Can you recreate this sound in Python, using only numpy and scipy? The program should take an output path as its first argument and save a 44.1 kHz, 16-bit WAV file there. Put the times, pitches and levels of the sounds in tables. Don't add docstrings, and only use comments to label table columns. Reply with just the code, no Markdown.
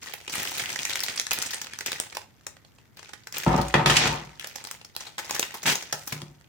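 import sys
import numpy as np
from scipy import signal
from scipy.fft import rfft, irfft
from scipy.io import wavfile
from scipy.ndimage import uniform_filter1d

SR = 44100
rng = np.random.default_rng(int(sys.argv[2]) if len(sys.argv) > 2 else 0)


def int16_out(signal):
    q = np.round(np.clip(np.atleast_2d(signal).T, -1, 1) * 32767)
    wavfile.write(sys.argv[1], SR, q.astype(np.int16))


N = 285768


def gain_of(db):
    return 10 ** (np.asarray(db) / 20)


def power_of(db):
    return 10 ** (np.asarray(db) / 10)


def evened(x):
    return x / np.sqrt(np.mean(x ** 2) + 1e-20)


def frequencies(size):
    return np.fft.rfftfreq(size, 1 / SR)


def read_curve(points, hz):
    f, value = np.transpose(points)
    return np.interp(np.log(hz + 1), np.log(f + 1), value)


def add(mix, s, sound):
    part = mix[:, round(s * SR):][:, :sound.shape[1]]
    part += sound[:, :part.shape[1]]


# (f/Hz, share in common 0-1)
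LIKENESS = [(60, 1), (200, 0.97), (350, 1), (560, 0.42), (1400, 0.52), (3000, 0.037), (16000, 0.0081)]


def pair(a, b, gain=1):
    same = np.clip(read_curve(LIKENESS, frequencies(len(a))), 0, 1)
    left = rfft(a)
    right = same * left + np.sqrt(1 - same ** 2) * rfft(b)
    return irfft(gain * np.array([left, right]), len(a))


def burst(noise, colour, rise_s, length_s, lag_s=0, direct=0):
    size = noise.shape[1]
    t = np.arange(size) / SR
    tail = np.exp(-(t / length_s) ** 1.8) + .15 * np.exp(-t / (3 * length_s))
    shape = (1 - np.exp(-t / rise_s)) * tail
    left, right = evened(pair(*noise, colour))
    lagged = irfft(rfft(left) * np.exp(-2j * np.pi * frequencies(size) * lag_s), size)
    right = direct * lagged + np.sqrt(1 - direct ** 2) * right
    return np.array([left, right]) * shape / shape.max() / 2


def swell(s, rise_s, hold_s, db, dying_db):
    t = np.arange(N) / SR - s
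    falling_db = db - dying_db * np.maximum(t - rise_s - hold_s, 0)
    return power_of(falling_db) * np.clip(t / rise_s, 0, 1) ** 4


# (f/Hz, level/dB per Hz)
HISS_COLOUR = [(15, -23), (25, -8), (109, 5), (587, -14), (2290, -19), (2770, -48), (3090, -77),
               (6090, -47), (10200, -33), (15000, -26), (16700, -53)]
HISS_RMS_DB = -58


def hiss():
    colour = gain_of(read_curve(HISS_COLOUR, frequencies(N)))
    own, shared = rng.standard_normal((2, N)), rng.standard_normal(N)
    return gain_of(HISS_RMS_DB) * evened(irfft(rfft(own + 0.69 * shared) * colour, N))


# (f/Hz, t60/s)
ROOM_DECAY = [(100, 0.23), (400, 0.32), (1700, 0.25), (4600, 0.25), (12000, 0.22)]


def room(x):
    signs = rng.choice([-1., 1.], (2, SR))
    taps = signs * (rng.random((2, SR)) < .06)
    hz, t, z = signal.stft(pair(*taps), SR, nperseg=256)
    t60 = np.maximum(read_curve(ROOM_DECAY, hz), .05)[:, None]
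    tail = signal.istft(z * gain_of(-60 * t / t60), SR, nperseg=256)[1]
    tail = signal.sosfilt(signal.butter(2, 300, "high", fs=SR, output="sos"), tail)
    tail = np.pad(tail, ((0, 0), (round(0.0035 * SR), 0)))
    return signal.fftconvolve(x, tail / np.linalg.norm(tail[0]), axes=1)[:, :N]


# (f/Hz, relative level/dB, t60/s)
BOARD_MODES = [(58.5, -16, 0.93), (117.6, -3, 0.13), (148.9, -2, 0.37), (192.4, -4.5, 0.21),
               (224, -6, 0.11), (262, -5, 0.087), (341, -2.5, 0.099), (456, -9, 0.041), (569, -5, 0.16),
               (708, -4.5, 0.047), (756, -7, 0.42), (913, 9.5, 0.025), (1225, 7.5, 0.029),
               (1282, 1.5, 0.071)]


def board_modes():
    t = np.arange(SR // 2) / SR
    hz, db, t60 = np.transpose(BOARD_MODES)[:, :, None]
    facing = (-1) ** np.arange(len(BOARD_MODES))[:, None]
    lag = np.arccos(np.clip(read_curve(LIKENESS, hz), 0, 1)) * facing
    decay = facing * gain_of(db - 60 * t / t60)
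    first_cycle = np.minimum(hz * t, 1)
    return np.array([decay * np.sin(2 * np.pi * hz * t + turn * first_cycle)
                     for turn in (lag / 2, -lag / 2)])


# (t/s, relative ring level/dB, hardness as low-pass f/Hz, relative slap level/dB)
BLOWS = [(3.4639, -11.5, 565, -14), (3.54, -16, 900, -35), (3.584, -16.5, 900, -21), (3.74, -17, 850, -2.5),
         (3.859, -21, 1550, -4), (3.898, -22, 1530, -5), (4.055, -28.5, 1140, -10), (4.09, -56, 520, -22),
         (4.26, -41.5, 199, -63), (5.656, -55, 900, -15.5), (5.927, -42, 730, -19.5),
         (6.117, -27, 194, -63), (6.151, -34, 204, -58), (6.22, -30.5, 199, -46), (6.302, -42.5, 202, -62)]


def blows(modes):
    out, hz = np.zeros((2, N)), frequencies(4096) + 1
    t = np.arange(2000)[None] / SR
    noise = rng.standard_normal((len(BLOWS), 2, 4096))
    for (s, ring_db, hard_hz, slap_db), z in zip(BLOWS, noise):
        u = 2 * np.pi * hard_hz * t
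        push = u * np.exp(-u) * 2 * np.pi * hard_hz / SR
        spot = gain_of(1.5 * z[0, :len(BOARD_MODES)])
        spot[0] *= min(hard_hz / 450, 1) ** 2
        add(out, s, -gain_of(ring_db) * signal.oaconvolve(spot @ modes, push, axes=1))
        slap_colour = 1 / (1 + (hz / (3 * hard_hz)) ** 2.7) / (1 + (400 / hz) ** 2)
        add(out, s, gain_of(slap_db) * burst(z, slap_colour, rise_s=0.0042, length_s=0.0031))
    return out


# (start t/s, hold t/s, level/dB, fall/dB per s)
ROCKING = [(3.465, 0.061, -23.5, 132), (3.76, 0.024, -22.5, 150), (3.856, 0.13, -29, 92.5),
           (4.032, 0.075, -30, 153), (5.638, 0.013, -36, 200), (6.128, 0.055, -50, 121)]
ROCK_RISE_S = 0.016
GRIT_DB, GRIT_LOW_HZ, GRIT_HIGH_HZ = -8.5, 900, 2600


def rocking(modes):
    contact = signal.lfilter([1], [1, -.93], pair(*rng.standard_normal((2, N))))
    band = signal.butter(1, [GRIT_LOW_HZ, GRIT_HIGH_HZ], "band", fs=SR, output="sos")
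    grit = evened(signal.sosfilt(band, contact))
    ringing = evened(signal.oaconvolve(contact, modes.sum(1), axes=1)[:, :N])
    power = sum(swell(s, ROCK_RISE_S, *shape) for s, *shape in ROCKING)
    return np.sqrt(power) * (ringing + gain_of(GRIT_DB) * grit)


def board():
    modes = board_modes()
    return blows(modes) + rocking(modes)


# (start t/s, hold t/s, crackle level/dB, fall/dB per s, treble relative to the crackle/dB)
MOVES = [(0, 0.078, -42, 75, -8.5), (0.309, .06, -31, 52.5, -6.5), (0.521, 0.53, -35.5, 66, -7.5),
         (1.3, 0.074, -34, 45, -15), (1.843, 0.019, -33, 89, -12), (2.955, 0.067, -52.5, 54, -16),
         (3.317, 0.081, -35.5, 68, -11.5), (3.507, 0.038, -40.5, 51, -11.5), (3.858, 0.046, -26, 73.5, -15),
         (3.944, 0.085, -22.5, 164, -27), (4.392, 0.03, -40.5, 133, -13), (4.56, .12, -49, 90, -11),
         (4.984, 0.023, -41, 140, -10.5), (5.205, 0.056, -41.5, 61, -16), (5.311, 0.014, -36.5, 47, -12),
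         (5.645, 0.037, -20, 281, -8.5), (5.754, 0.06, -41.5, 106, -15), (5.92, .05, -49.5, 89, 0.5),
         (6.073, .04, -45.5, 110, -12)]
MOVE_RISE_S = 0.021
REST_DB, REST_BRIGHT_DB = -66.5, -10


def hand_powers():
    powers = [swell(s, MOVE_RISE_S, *shape) for s, *shape, _ in MOVES]
    power = sum(powers) + power_of(REST_DB)
    treble = sum(p * power_of(move[-1]) for p, move in zip(powers, MOVES))
    return power, treble + power_of(REST_DB + REST_BRIGHT_DB)


# (f/Hz, level/dB per Hz)
FILM_COLOUR = [(35, -45), (60, -10.5), (140, -3), (173, -6), (662, -5.5), (900, -2.5), (1060, -7.5),
               (1960, 2), (6350, -5.5), (12300, -39), (15200, -28), (16700, -50)]


def crackle(per_s=600, spread_db=3.5, count=24):
    power, treble = hand_powers()
    level_db = 10 * np.log10(power)
    rate = per_s * (1 + 12 / (1 + np.exp(-(level_db + 29) / 1.5)))
    size = gain_of(spread_db * np.minimum(rng.exponential(1, N), 5))
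    size = size * (rng.random(N) < rate / SR) / np.sqrt(rate)
    kind, out = rng.integers(0, count, N), np.zeros((2, N))
    grain_hz = frequencies(512) + 1
    for k, ring_hz in enumerate(np.geomspace(400, 14000, count)):
        hump = .35 + np.exp(-(np.log2(grain_hz / ring_hz) / .6) ** 2)
        grain = burst(rng.standard_normal((2, 512)), hump, rise_s=0.0004, length_s=0.0025)
        out += signal.oaconvolve((size * (kind == k))[None], grain, axes=1)[:, :N]
    spectrum, hz = rfft(out), frequencies(N)
    flat = spectrum / np.sqrt(uniform_filter1d((abs(spectrum) ** 2).mean(0), size=2000))
    shower = flat * gain_of(read_curve(FILM_COLOUR, hz))
    high = 1 / (1 + (9000 / (hz + 1)) ** 8)
    dull = evened(irfft(shower * (1 - high), N))
    bright = evened(irfft(shower * high, N))
    return np.sqrt(power) * dull + np.sqrt(treble) * bright


def crease(noise, ring_hz, fizz_db, body_db, length_s, lag_s):
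    hz = frequencies(noise.shape[1]) + 1
    hump = np.exp(-(np.log2(hz / ring_hz) / 0.31) ** 2)
    fizz = gain_of(fizz_db - 7.5) / (1 + (10500 / hz) ** 8)
    body = gain_of(body_db + 6.5) / (1 + (hz / 1300) ** 4) / (1 + (250 / hz) ** 3)
    broad = gain_of(-3.5) / (1 + (hz / 8500) ** 6) / (1 + (1200 / hz) ** 3)
    jerks = gain_of(2 * evened(uniform_filter1d(noise[0] * noise[1], size=50)))
    colour = hump + broad + fizz + body
    sound = jerks * burst(noise, colour, .25 * length_s, length_s, lag_s, direct=.6)
    return sound / abs(sound).max(1).mean()


SMALL_PER_S = 35
SMALL_DB, SMALL_SPREAD_DB = 6, 3.5
SMALL_TOP_DB = -25
SMALL_FIZZ_DB, SMALL_MS = -23, 2.6
LOW_RING_HZ, HIGH_RING_HZ = 1300, 8000


def small_snaps():
    at, size, ring, fizz, length = rng.random((round(SMALL_PER_S * N / SR), 5)).T
    power, _ = hand_powers()
    crackle_db = 10 * np.log10(power[(at * N).astype(int)])
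    extra_db = SMALL_DB - SMALL_SPREAD_DB * np.log(1 - .95 * size)
    db = np.minimum(crackle_db, SMALL_TOP_DB) + extra_db
    hz = LOW_RING_HZ * (HIGH_RING_HZ / LOW_RING_HZ) ** ring
    return list(zip(at * N / SR, db, hz, 2 * SMALL_FIZZ_DB * fizz, SMALL_MS * (.5 + length)))


# (t/s, peak level/dB, ringing f/Hz, relative fizz level above 10 kHz/dB, length t/ms)
SNAPS = [(0.0294, -27, 6200, -10, 5.7), (.06, -27.5, 2930, -9, 2.3), (0.1364, -17.5, 2260, 3, 3.9),
         (0.2767, -18.5, 2640, -26, 6), (0.2946, -22, 5450, -6, 11.5), (.353, -15, 8300, 1, 5.7),
         (0.406, -28, 2670, -18, 6.3), (0.43, -14.5, 6030, 15, 3), (0.4557, -25, 2060, -17.5, 7.3),
         (0.485, -20, 5670, 10, 2.7), (0.5437, -23, 4370, -19, 4.8), (.578, -15, 3640, 3, 9.2),
         (0.5938, -16.5, 2240, -22, 6.9), (0.6108, -30, 2260, -31, 3.8), (.7, -21.5, 2120, -19.5, 8.5),
         (0.758, -14, 1890, -18, 3.3), (0.8509, -10.5, 6000, -4, 3.7), (0.896, -15.5, 3620, -3, 2.2),
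         (.903, -19, 2200, -24, 5), (0.9333, -15, 4300, -24, 2.4), (.9564, -10.5, 1930, -5, 2.4),
         (0.9934, -17, 4650, -22, 1.3), (1.0041, -11.5, 4820, -4, 1.3), (1.0342, -12, 4640, 3, 5.3),
         (1.0829, -15, 2050, -33, 4.4), (1.1596, -21.5, 9100, -5, 5.6), (1.175, -15, 5060, -27, 4.1),
         (1.198, -4, 5630, -21.5, 1.03), (1.2135, -19, 1600, -3, 1.9), (1.2673, -14, 1600, -27, 1.9),
         (1.3093, -8, 6200, -14, 1.3), (1.3133, -8, 2360, -8, 5.7), (1.331, -7.5, 4430, 10, 4.7),
         (1.388, -12.5, 9700, -20, 0.88), (1.4177, -15.5, 5900, -20, 3.5), (1.4232, -11, 7040, -3, 3.2),
         (1.4577, -18, 7060, -5, 12), (1.506, -19, 5500, 0, 11), (1.532, -16, 1870, -7, 7.3),
         (1.5426, -18.5, 8300, -21, 5.9), (1.615, -18, 6100, -4, 3.4), (1.6437, -24, 4300, -1, 2.8),
         (1.6685, -22, 2450, -33, 2.8), (1.7342, -20.5, 1240, -27, 2.6), (1.7876, -17.5, 6400, -4, 2.3),
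         (1.8076, -17, 1850, -12, 3.9), (1.8613, -12, 6000, 0, 2.5), (1.866, -20.5, 5430, -1, 3.5),
         (1.918, -12, 3840, -1, 3.9), (1.9299, -16, 2820, -35, 1.4), (2.0001, -7, 8000, -2, 1.35),
         (2.1236, -27, 2000, -28, 5.3), (2.148, -22, 5040, -5, 6.2), (2.1694, -13.5, 2570, -5, 2.1),
         (2.2165, -32.5, 2450, -18, 3.1), (2.4096, -45, 1640, -25, 2.4), (2.466, -18, 6800, -6, 4.1),
         (2.566, -38, 1880, -19, 4.1), (2.648, -39, 3580, -39, 3), (2.784, -41.5, 2620, -29, 4.6),
         (2.97, -32, 4050, 1, 4.4), (2.992, -30, 2600, -26, 3.4), (3.0282, -30.5, 1980, -27, 3.2),
         (3.0467, -32.5, 3900, -26, 2.7), (3.091, -31.5, 1900, -20, 3.5), (3.1338, -25.5, 1840, -16, 3.8),
         (3.2707, -23, 1910, -13, 3.2), (3.3244, -19, 5900, -1, 2.1), (3.3393, -27, 2460, -15, 11),
         (3.3665, -17.5, 2580, -10, 7.2), (3.382, -14, 6040, 11, 2.6), (3.4374, -22.5, 1970, -1, 3.7),
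         (3.6133, -19.5, 4000, -4, 4.9), (3.6825, -22.5, 7200, -5, 3.8), (3.957, -12, 2260, -20, 5.3),
         (3.9663, 0, 2600, -26, 6.2), (4.3959, -20.5, 3160, -4, 2.5), (4.4437, -19, 1730, -22, 2.7),
         (4.4706, -22.5, 5330, 7, 4), (4.557, -20, 5740, -4, 4.6), (4.5835, -30, 1910, -27, 2.2),
         (4.6402, -23, 7740, -2, 2.2), (4.6488, -23, 4680, -8, 3.4), (4.6707, -23.5, 4930, 1, 4.6),
         (4.7118, -15.5, 7040, 1.5, 2.6), (4.7488, -32, 1980, -7, 2.3), (4.813, -32, 2730, -26, 3),
         (4.8466, -28.5, 5650, -5, 4.3), (4.9494, -31, 3930, -2, 4.4), (4.9644, -12.5, 3800, -1.5, 1.5),
         (5.0064, -24, 6270, -14, 3.5), (5.0645, -26.5, 3870, -21, 14.6), (5.1794, -17.5, 1790, -14, 7.7),
         (5.1869, -17, 1760, -4, 12.7), (5.2518, -27, 5730, 6, 2.4), (5.2937, -21.5, 2000, -5, 6.3),
         (5.309, -9.5, 6800, -3, 1.35), (5.3455, -15, 6100, 2, 8.5), (5.3635, -14.5, 1460, -8, 2.1),
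         (5.394, -4, 5800, 6, 3.7), (5.4274, -10.5, 2260, -29.5, 3.1), (5.492, -50, 1670, -16, 2.1),
         (5.5406, -21, 1037, 1.5, 11), (5.5708, -37, 3530, -15, 11), (5.6286, -18.5, 6150, 0, 9.8),
         (5.725, -12.5, 2040, 3, 4), (5.753, -12, 6000, -3, 4), (5.8231, -22, 5680, -2, 6.6),
         (5.925, -10.5, 5550, -1, 6.3), (6.0726, -18, 5800, 8, 8.7), (6.1224, -15, 2370, -4, 7.8),
         (6.2178, -22.5, 3440, -13, 1.9), (6.4113, -39, 1970, -34.5, 1.1)]
# (t/s, level/dB)
BODY = [(0, -6.5), (.5, -7), (.7, -26), (1.45, -20.5), (1.75, -12.5), (2.2, -4.5), (3, -8), (3.4, -13),
        (4, -30), (4.5, -7.5), (5.5, -7), (6.48, -7.5)]


def snaps():
    rows = small_snaps() + SNAPS
    out, noise = np.zeros((2, N)), rng.standard_normal((len(rows), 2, 2049))
    for (s, db, hz, fizz_db, length_ms), z in zip(rows, noise):
        lag_s = .0005 * z[1, 0]
        body_db = np.interp(s, *np.transpose(BODY))
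        sound = crease(z[:, 1:], hz, fizz_db, body_db, length_ms / 1000, lag_s)
        side_db = 1.5 * z[0, 0] * np.array([[1], [-1]])
        add(out, s, gain_of(db + side_db) * sound)
    return out


HOLLOW_HZ, HOLLOW_Q, HOLLOW_DB = 852, 14, -5.5


def hollow(near):
    return gain_of(HOLLOW_DB) * signal.lfilter(*signal.iirpeak(HOLLOW_HZ, HOLLOW_Q, SR), near)


def scene():
    near, fine, wood = snaps(), crackle(), board()
    near = near + hollow(near)
    to_room = gain_of(-6.5) * near + gain_of(-7) * fine + gain_of(-0.5) * wood
    return near + fine + wood + room(to_room) + hiss()


EDGE_HZ = 16650


def record(dry):
    thin = signal.sosfilt(signal.butter(4, 48, "high", fs=SR, output="sos"), dry)
    rounded = 0.68 * np.tanh(thin / 0.79)
    band_limit = signal.firwin(511, EDGE_HZ, window=("kaiser", 9), fs=SR)[None]
    return signal.oaconvolve(rounded, band_limit, "same")


dry = scene()
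out = record(dry)
int16_out(out)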